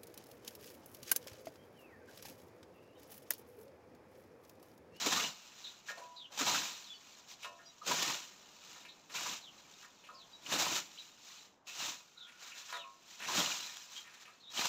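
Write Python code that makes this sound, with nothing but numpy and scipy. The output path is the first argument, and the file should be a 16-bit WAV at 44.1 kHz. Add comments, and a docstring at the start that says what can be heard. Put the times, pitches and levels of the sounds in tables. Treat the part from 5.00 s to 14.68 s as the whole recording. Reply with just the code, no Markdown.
"""One first hears leaves tearing: a scythe is already cutting tall nettles, a few steps away in a garden.
Eight strokes excite dense micro-fractures in leaves, fibres and stems, and thick stalks crack and pop.
Between cuts leaves are brushed, and the blade knocks, scrapes and slides on stubble as a modal resonator.
Birds whistle in glides and trills among the trees, with sparse echoes, over a hush of filtered noise."""
import sys
import numpy as np
from scipy import signal
from scipy.fft import rfft, irfft
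from scipy.io import wavfile
from scipy.ndimage import uniform_filter1d

SR = 44100
rng = np.random.default_rng(int(sys.argv[2]) if len(sys.argv) > 2 else 0)


def put_to_file(sound):
    """Save the sound as 16-bit audio at rate SR, in the file named by the first command-line argument."""
    columns = np.atleast_2d(sound).T  # one column per channel
    safe = np.clip(columns, -1, 1)
    whole_steps = np.round(safe * 32767)
    wavfile.write(sys.argv[1], SR, whole_steps.astype(np.int16))


N = 426888
TIME = np.arange(N) / SR

# strokes of the scythe: (start [s], entry duration [s], cut duration [s], leaves [relative dB],
# tearing fibres [relative dB], crunch of stalks [relative dB], basic decay after the cut [dB/s],
# rustle just before [relative dB])
STROKES = [(-0.15, 0.28, 0.11, -39, -38.5, -46, 180, -72),
           (1.324, 0.16, 0.085, -38, -38.5, -47.5, 74, -73.5),
           (2.84, 0.048, 0.22, -40.5, -41, -51, 104.5, -67.5),
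           (4.1, 0.054, 0.18, -45, -49.5, -57.5, 200, -69.5),
           (5.43, 0.097, 0.22, -41, -35.5, -47, 175.5, -67),
           (6.674, 0.14, 0.078, -43.5, -46.5, -57, 169, -88),
           (8.197, 0.18, 0.016, -36, -36.5, -43.5, 49, -61.5),
           (9.507, 0.077, 0.09, -40, -39.5, -53.5, 147, -75)]
# blade and legs brushing leaves between cuts: (middle [s], half length [s], relative level [dB])
BRUSHES = [(0.02, 0.031, -42), (0.44, 0.059, -60), (0.639, 0.1, -58.5), (0.9, 0.021, -50.5),
           (0.99, 0.055, -62.5), (2.105, .09, -63), (2.193, .012, -61), (2.313, 0.023, -54),
           (2.444, 0.028, -56), (3.45, 0.099, -64.5), (3.71, 0.11, -58.5), (4.597, 0.056, -65),
           (4.72, 0.032, -62.5), (4.815, 0.041, -60.5), (6.003, 0.097, -60.5), (6.318, 0.079, -57.5),
           (6.436, 0.02, -63.5), (7.462, 0.046, -54.5), (7.593, 0.034, -53), (7.714, 0.056, -54),
           (8.124, 0.034, -59.5), (8.968, 0.041, -53), (9.145, 0.0083, -59), (9.222, .013, -56.5)]
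# thick stalks giving way: (time [s], crack [relative dB], hollow pop [relative dB], pop pitch [Hz],
# burst time scale [s])
STALK_SNAPS = [(0.058, -30, -35.5, 288, 0.028), (0.123, -33, -46, 340, 0.02),
               (0.164, -35, -41, 1170, 0.027), (0.23, -50, -43.5, 2920, 0.037),
               (1.374, -41, -48.5, 900, 0.015), (1.387, -35.5, -42, 1340, 0.045),
               (1.404, -44, -40, 280, 0.036), (1.463, -34.5, -40, 855, 0.047),
               (1.544, -38, -37.5, 1350, 0.018), (2.862, -36.5, -43, 500, 0.04),
               (2.892, -53, -39, 100, 0.045), (2.909, -38.5, -37.5, 955, 0.019),
               (3.022, -32, -48, 587, 0.014), (3.095, -49, -43, 1000, 0.02),
               (4.156, -44, -47.5, 2440, 0.025), (4.252, -42, -46, 1030, 0.038),
               (5.462, -53, -44, 2850, 0.0086), (5.514, -37.5, -41, 125, 0.051),
               (5.584, -33, -42.5, 630, 0.055), (5.746, -35, -47, 1390, 0.049),
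               (6.666, -49, -56, 2620, 0.066), (8.278, -46, -42.5, 980, 0.043),
               (8.378, -34.5, -35.5, 220, 0.028), (8.388, -48, -35, 135, 0.028),
               (8.769, -44, -66.5, 2870, 0.0029), (9.653, -33, -38.5, 950, 0.01)]
# modes of the steel blade: (frequency [Hz], relative level [dB], free 60 dB decay time [s])
BLADE_MODES = [(516, 0, 0.45), (587, -1, 0.31), (677, -6, 0.88), (984, 8.5, 0.33), (1065, 2.5, 0.29),
               (1206, 3.5, 0.1), (1314, -5.5, 0.4), (1418, 2, 0.18), (1650, 4.5, 0.11), (1824, 5, 0.2),
               (2320, 6.5, 0.11), (2154, 0.5, 0.15), (2390, 0.5, 0.23), (2510, 8.5, 0.073), (2620, 5, 0.31),
               (2850, 4.5, 0.2), (3047, -3, 0.25), (1270, 2.5, 0.15), (3750, 3, 0.2), (4005, 1.5, 0.081),
               (4120, -2, 0.29), (5010, 1, 0.14), (5840, -3, 0.05)]
# blade knocking on stubble: (time [s], level [dB], centre of the modes struck [Hz],
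# their spread [octaves], contact time scale [s])
KNOCKS = [(0.851, -70, 1485, 1, .02), (.885, -42, 1650, 0.24, 0.036), (2.43, -47.5, 2920, 0.51, 0.028),
          (2.444, -47.5, 1270, .5, 0.018), (2.59, -60, 1600, 0.23, 0.049), (2.814, -49, 1210, .093, .012),
          (3.755, -59, 1360, 0.4, 0.014), (4.099, -54, 1550, 0.88, 0.024), (5.037, -60, 2600, 0.38, 0.061),
          (5.087, -51.5, 1270, 0.19, .016), (7.69, -54, 1460, 0.42, 0.012),
          (7.725, -42.5, 1390, 0.32, 0.051), (7.735, -52, 4100, 0.31, 0.018),
          (9.273, -59.5, 1230, 0.14, 0.046)]
# blade dragging over stubble: (time [s], level [dB], centre frequency [Hz], contact time scale [s])
SCRAPES = [(0.974, -51.5, 715, 0.062), (1.304, -59, 710, 0.1), (3.85, -54, 2130, 0.038),
           (4.827, -57, 1550, 0.049), (7.267, -58.5, 2110, 0.11), (7.411, -58.5, 1730, 0.3),
           (7.516, -52, 2540, 0.021), (8.201, -45, 1930, 0.1), (9.041, -56.5, 1830, 0.28),
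           (9.254, -56.5, 2310, 0.043)]
# light slides, each favouring the modes near one pitch:
# (time [s], level [dB], centre frequency [Hz], contact time scale [s])
SLIDES = [(1.016, -53, 1005, 0.19), (2.459, -54.5, 1040, 0.052), (5.135, -60, 1070, 0.037),
          (7.161, -63.5, 1455, 0.8), (7.84, -52.5, 1114, .055)]
# falling bird trills: (time [s], length [s], first pitch [Hz], last pitch [Hz], relative level [dB])
TRILLS = [(1.15, 0.13, 4300, 2690, -55), (1.828, 0.1, 4470, 3090, -60), (4.406, 0.098, 4420, 2750, -57.5),
          (5.129, 0.13, 5440, 2870, -61.5), (7.162, 0.11, 4130, 3216, -55.5),
          (7.722, 0.14, 4200, 2295, -54), (9.395, 0.1, 4290, 3200, -61)]
# single chirps: (time [s], length [s], first and last pitch before arching [Hz, Hz],
# relative level [dB], rasp [0-1])
CHIRPS = [(0.635, 0.064, 3900, 3900, -49, 0.75), (1.895, 0.045, 3500, 3410, -51, 0.12),
          (1.93, 0.02, 3130, 2900, -56, 0.3), (1.156, 0.042, 4960, 4600, -65, .1),
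          (1.936, .035, 4560, 4520, -60, .2), (2.651, 0.051, 5640, 5780, -64, 0.1),
          (2.652, 0.037, 4900, 4850, -62, 0), (2.672, 0.043, 3960, 3880, -64, 0),
          (3.88, 0.052, 3900, 3660, -58.5, .8), (5.32, .028, 4740, 4780, -66, 0.1),
          (5.328, 0.039, 3920, 3880, -56.5, .05), (5.974, .017, 2600, 3970, -51, .8),
          (5.981, 0.03, 4130, 3770, -51.5, 0.4), (6.368, .04, 4750, 3500, -64, .1),
          (7.785, 0.04, 3960, 3600, -53, 0), (8.949, 0.058, 3220, 3240, -52, 0.31),
          (9.467, .04, 3730, 3900, -55, 0.23)]
# spectral envelope of torn leaves and cracks: (frequency [Hz], relative level [dB])
LEAF_SPECTRUM = [(60, -37), (250, -23), (700, -10), (1300, -7), (2000, -8), (2700, -3.5), (3900, -0.5),
                 (4700, -4), (6000, -0.5), (7200, -1.5), (9500, -25.5), (11000, -23), (12000, -17),
                 (15000, -15)]
# spectral envelope of tearing fibres: (frequency [Hz], relative level [dB])
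FIBRE_SPECTRUM = [(80, -30), (350, -18.5), (700, 3.5), (1050, 3), (1500, -0.5), (2000, -4.5), (2800, -9),
                  (4500, -1), (9000, -12)]
# spectral envelope of crunching stalks: (frequency [Hz], relative level [dB])
STALK_SPECTRUM = [(30, -60), (70, -10.5), (125, -1), (200, 3.5), (320, 4), (500, -2.5), (900, 0.5),
                  (2000, -6.5), (9000, -49)]
# spectral envelope of hollow pops: (frequency [Hz], relative level [dB])
POP_SPECTRUM = [(30, -37), (80, -38), (150, -7.5), (3000, -3), (9000, -34)]
# spectral envelope of the garden's hush: (frequency [Hz], relative level [dB])
GARDEN_SPECTRUM = [(25, -12), (70, -8), (200, 2.5), (450, -1.5), (1000, 0), (2000, -12.5), (4000, -29),
                   (7000, -53), (10000, -62), (15000, -52)]
# mean level of the hush, which eases later on: (time [s], level [dB])
GARDEN_LEVEL = [(0, -67.5), (5.2, -67.5), (6.6, -70.5), (9.68, -71)]

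LEAF_COLUMN, TEAR_COLUMN, CRUNCH_COLUMN = 3, 4, 5  # columns of STROKES
# the blade bites, sinks into the clump and slows a little in the cut; levels before steepening
ENTRY_DB, BITE_DB_PER_S, SAG_DB = -20.5, 900, -0.5
TEAR_STEEP, CRUNCH_STEEP = 1.15, 1.12  # fibres and stalks come and go more steeply than leaves
STOP_DB_PER_S = 44  # added to their basic decay, before steepening
FALLEN_DB, BACKSWING_DB = -69, -68.5  # relative rustle after a cut and late in the backswing
LULL_S = 0.2  # lull at the turn
# after a knock the whole blade flexes in its low modes; FLEX_DB is relative to the knock
FLEX_LAG_S, FLEX_DB, FLEX_HZ, FLEX_OCTAVES, FLEX_S = 0.013, -12, 650, 0.3, 0.062
SCRAPE_OCTAVES, SLIDE_OCTAVES = 0.38, 0.024
# chatter and rasp against free ringing, per second and octave of contact; and their upper limit
KNOCK_GRIT, SCRAPE_GRIT, MAX_DRAG = 34, 39, 1.3
TRILL_SYLLABLES = 3
TRILL_DIP, TRILL_RASP = 0.14, 0.5  # depth of the level modulation, and rasp [0-1]
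CHIRP_ARCH = 0.025  # share by which the pitch is lowered at both ends
EDGE_HZ = 15600


def leaves():
    """Micro-fracture noise: leaves tear in clumps, their fracture rate rising as the blade cuts."""
    leaf_db, cutting = leaf_level()
    grains = crackle(3000 + 4500 * cutting, spread_db=-1.0, ring_s=0.0049, tuned=0.4, count=48)
    twangs = crackle(170, spread_db=2.7, ring_s=0.0043, tuned=1.6, low_hz=1000, high_hz=4496, count=40)
    twang_db = -11.5 + 1.2 * cutting
    tearing = grains + amp(twang_db) * twangs
    clumped_db = leaf_db + 0.5 + 0.81 * wander(N, hz=51.7)
    return colour(tearing * amp(clumped_db), LEAF_SPECTRUM)


def leaf_level():
    """Power addition of cutting and rustling: gives leaf level [dB] and cutting strength (0-2)."""
    leaf_db = 20 * np.log10(np.hypot(stroke_level(LEAF_COLUMN), rustle_level()))
    cutting = 1 / (0.5 + np.exp(-(leaf_db + 50) / 4))
    return leaf_db, cutting


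def stroke_level(column, steep=1, stop_db_per_s=0):
    """Exponential growth and decay: each stroke bites, swells, sags through the cut and dies away."""
    power = np.zeros(N)
    for row in STROKES:
        start, entry, cut = row[:3]
        decay_db_per_s = row[6] + stop_db_per_s
        shape_db = np.interp(TIME - start, [0, entry, entry + cut], [ENTRY_DB, 0, SAG_DB])
        before = np.maximum(start - TIME, 0)
        after = np.maximum(TIME - start - entry - cut, 0)
        shape_db = shape_db - BITE_DB_PER_S * before - decay_db_per_s * after
        power += amp(row[column] + steep * shape_db) ** 2
    return np.sqrt(power)


def rustle_level():
    """Power addition of settling plants and brushed leaves, with a lull at each turn."""
    points = []
    for start, entry, cut, *_, lull_db in STROKES:
        points += [(start - LULL_S, BACKSWING_DB), (start - LULL_S / 4, lull_db)]
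        points += [(start, lull_db), (start + entry + cut, FALLEN_DB)]
    settling = amp(np.interp(TIME, *np.transpose(points)))
    brushed = sum((amp(db) * np.exp(-((TIME - s) / half) ** 2 / 2)) ** 2 for s, half, db in BRUSHES)
    return np.sqrt(settling ** 2 + brushed)


def stalks():
    """Fracture and resonance: fibres part in quick bunches and severed hollow stems ring briefly."""
    tearing = stroke_level(TEAR_COLUMN, TEAR_STEEP, STOP_DB_PER_S)
    crunching = stroke_level(CRUNCH_COLUMN, CRUNCH_STEEP, STOP_DB_PER_S)
    fibres = crackle(1400, spread_db=3.5, ring_s=0.0049, tuned=0.67, low_hz=482, high_hz=4200)
    stems = crackle(700, spread_db=3.0, ring_s=0.019, tuned=0.27, low_hz=105.4, high_hz=900, count=16)
    fibres = fibres * tearing * amp(-5.5 + 3.4 * wander(N, hz=69))
    stems = stems * crunching * amp(2.0 * wander(N, hz=49))
    return colour(fibres, FIBRE_SPECTRUM) * amp(-6) + colour(stems, STALK_SPECTRUM) * amp(-5)


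def snaps():
    """Forced resonance: a splitting stalk cracks while its hollow stem pops at its own pitch."""
    cracks, pops = np.zeros(N), np.zeros(N)
    for s, crack_db, pop_db, hz, length in STALK_SNAPS:
        u = np.arange(SR // 8) / SR / length
        burst = (1 - np.exp(-u / 0.15)) * np.exp(-u ** 2)
        push = rng.standard_normal(len(u))
        stem = unit(ring(push, hz, t60=0.017)) + 0.44 * unit(ring(push, hz, t60=0.0026))
        add(cracks, s, amp(crack_db) * burst)
        add(pops, s, amp(pop_db) * burst * unit(stem))
    cracks = cracks * crackle(3500, spread_db=3.5, ring_s=0.0091, tuned=0.12)
    return colour(cracks, LEAF_SPECTRUM) + amp(-5.5) * colour(pops, POP_SPECTRUM)


def singing(crunch):
    """Damped modal response: the cut stirs the blade's modes, which the plants damp quickly."""
    return amp(-30.5) * sum(amp(db) * ring(crunch, hz, t60=0.07) for hz, db, _ in BLADE_MODES)


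def clinks():
    """Contact excitation of modes: the blade knocks and flexes, drags over stubble and slides."""
    out = np.zeros(N)
    for s, db, centre_hz, octaves, length in KNOCKS:
        add(out, s, clink(db, centre_hz, octaves, length, KNOCK_GRIT))
        flex = clink(db + FLEX_DB, FLEX_HZ, FLEX_OCTAVES, FLEX_S, SCRAPE_GRIT)
        add(out, s + FLEX_LAG_S, flex)
    for s, db, centre_hz, length in SCRAPES:
        add(out, s, clink(db, centre_hz, SCRAPE_OCTAVES, length, SCRAPE_GRIT))
    for s, db, hz, length in SLIDES:
        add(out, s, clink(db, hz, SLIDE_OCTAVES, length, SCRAPE_GRIT))
    return signal.sosfilt(signal.butter(4, 330, "highpass", fs=SR, output="sos"), out)


def clink(db, centre_hz, octaves, length, grit):
    """Modal superposition: the place of contact with the stubble picks which blade modes sound."""
    t = np.arange(SR // 2) / SR
    push = rng.standard_normal(len(t)) * np.exp(-(t / length) ** 2) * amp(2.8 * wander(len(t), hz=55.3))
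    steel, chatter = np.zeros(len(t)), np.zeros(len(t))  # free ringing, and damped while touching
    for hz, mode_db, t60 in BLADE_MODES:
        share = amp(mode_db) / (1 + (np.log2(hz / centre_hz) / octaves) ** 2)
        bent_hz = hz * (1 + 0.0044 * rng.standard_normal())  # pressure on the blade shifts its modes
        decay_time = np.hypot(t, 0.93 * length) - 0.78 * length  # held while scraped, then free
        swell = np.exp(-np.log(1000) * decay_time / t60)
        steel += share * swell * np.sin(2 * np.pi * (bent_hz * t + rng.random()))
        chatter += share * ring(push, hz, t60 / 6)
    rasp_t60 = 0.87 / (centre_hz * octaves)  # the stubble itself rasps in one wide band
    rasp = ring(ring(push, centre_hz, rasp_t60), centre_hz, rasp_t60)
    drag = min(grit * octaves * length, MAX_DRAG)  # a long, broad scrape is mostly chatter and rasp
    onset = 1 - np.exp(-t / 0.0018)
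    sound = unit(steel * onset) + drag * (unit(chatter) + 1.2 * drag * unit(rasp))
    loudest_rms = np.sqrt(uniform_filter1d(sound ** 2, size=900).max())
    return amp(db) * sound / loudest_rms


def birds():
    """Frequency glides: trills fall in pitch over a few syllables, single chirps follow a small arch."""
    out = np.zeros(N)
    for s, length, first_hz, last_hz, db in TRILLS:
        u = np.linspace(0, 1, min(int(length * SR), SR // 4))
        syllables = 1 - TRILL_DIP * np.cos(2 * np.pi * TRILL_SYLLABLES * u)
        falling_hz = first_hz + (last_hz - first_hz) * u
        add(out, s, amp(db) * syllables * whistle(falling_hz, TRILL_RASP))
    for s, length, first_hz, last_hz, db, rasp in CHIRPS:
        arch = np.linspace(-1, 1, min(int(length * SR), SR // 4)) ** 2
        arched_hz = np.linspace(first_hz, last_hz, len(arch)) * (1 - CHIRP_ARCH * arch)
        add(out, s, amp(db) * whistle(arched_hz, rasp))
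    return out


def whistle(hz, rasp):
    """Frequency and amplitude modulation: fast flutter roughens a tone that follows a pitch curve."""
    n = len(hz)
    flutter = wander(SR // 4, hz=425)[:n]
    throb = np.tanh(wander(SR // 4, hz=90))[:n]
    phase = 2 * np.pi * np.cumsum(hz * (1 + 0.08 * rasp * flutter)) / SR
    note = np.sin(phase) * (1 + rasp * throb)
    return unit(note) * signal.windows.tukey(n, 0.4)


def trees(x, wet_db, t60):
    """Multiple scattering: the surrounding firs return sparse, decaying echoes."""
    t = np.arange(SR // 2) / SR
    sparse = rng.standard_normal(len(t)) * (rng.random(len(t)) < 0.05)
    taps = sparse * amp(-60 * t / t60) * (t > 0.004)
    return x + amp(wet_db) * signal.oaconvolve(x, taps / np.linalg.norm(taps))[:N]


def air():
    """Filtered noise with slow amplitude modulation: the quiet, nearly steady hush of the garden."""
    sway_db = 0.8 * wander(N, hz=2)
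    hush_db = np.interp(TIME, *np.transpose(GARDEN_LEVEL)) + sway_db
    return amp(hush_db) * colour(rng.standard_normal(N), GARDEN_SPECTRUM)


def crackle(per_s, spread_db, ring_s, tuned, low_hz=700, high_hz=7500, count=32):
    """Random impulses and resonance: uneven tiny fractures click, each ringing one of many fibres."""
    size = amp(spread_db * np.minimum(rng.exponential(1, N), 4)) * rng.choice([-1, 1], N)
    clicks = size * (rng.random(N) < per_s / SR) / np.sqrt(per_s)
    fibre, rings = rng.integers(0, count, N), np.zeros(N)
    r = np.exp(-1 / (ring_s * SR))  # ring_s is the 1/e decay time
    for k, hz in enumerate(np.geomspace(low_hz, high_hz, count)):
        c = r * np.cos(2 * np.pi * hz / SR)
        struck = clicks * (fibre == k) + 1e-18
        rings += np.sqrt(hz) * signal.lfilter([1, -c], [1, -2 * c, r * r], struck)
    return unit(unit(clicks) + tuned * unit(rings))


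def ring(push, hz, t60):
    """Damped oscillator: one mode driven by a force, decaying 60 dB in t60 seconds."""
    r = np.exp(-np.log(1000) / (t60 * SR))
    return signal.lfilter([np.sqrt(1 - r * r)], [1, -r * np.exp(2j * np.pi * hz / SR)], push).real


def colour(x, points, size=2048):
    """Minimum-phase filtering: a causal, unit-energy response with the given spectral shape."""
    hz, db = np.transpose(points)
    grid_hz = abs(np.fft.fftfreq(size, 1 / SR)) + 1
    log_gain = np.log(amp(np.interp(np.log(grid_hz), np.log(hz), db)))
    taps = np.fft.ifft(np.exp(np.conj(signal.hilbert(log_gain)))).real
    return signal.oaconvolve(x, taps / np.linalg.norm(taps))[:len(x)]


def wander(n, hz):
    """Low-pass noise: smooth random motion of rms 1, mostly below hz."""
    f = np.fft.rfftfreq(n, 1 / SR)
    return unit(irfft(rfft(rng.standard_normal(n)) / (1 + (f / hz) ** 4), n))


def amp(db):
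    """Logarithmic level: converts decibels to amplitude gain."""
    return 10 ** (np.asarray(db) / 20)


def unit(x):
    """Power normalisation: scales to rms 1."""
    return x / np.sqrt(np.mean(x ** 2) + 1e-20)


def add(mix, s, sound):
    """Linear superposition: mixes a sound in at time s [s]."""
    part = mix[max(round(s * SR), 0):][:len(sound)]
    part += sound[:len(part)]


def scene():
    """Superposition of sources: mowing and birds, each with tree echoes, over the garden's air."""
    crunch = leaves() + stalks() + snaps()
    mowing = trees(crunch + singing(crunch) + clinks(), wet_db=-16.0, t60=0.52)
    birdsong = trees(birds(), wet_db=-3.5, t60=0.19)
    return (mowing + birdsong + air())[None]


def record(dry):
    """Band limitation: a linear-phase low-pass removes the highest treble."""
    taps = signal.firwin(511, EDGE_HZ, window=("kaiser", 9), fs=SR)
    return signal.oaconvolve(dry, taps[None], "same")


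dry = scene()
out = record(dry)
put_to_file(out)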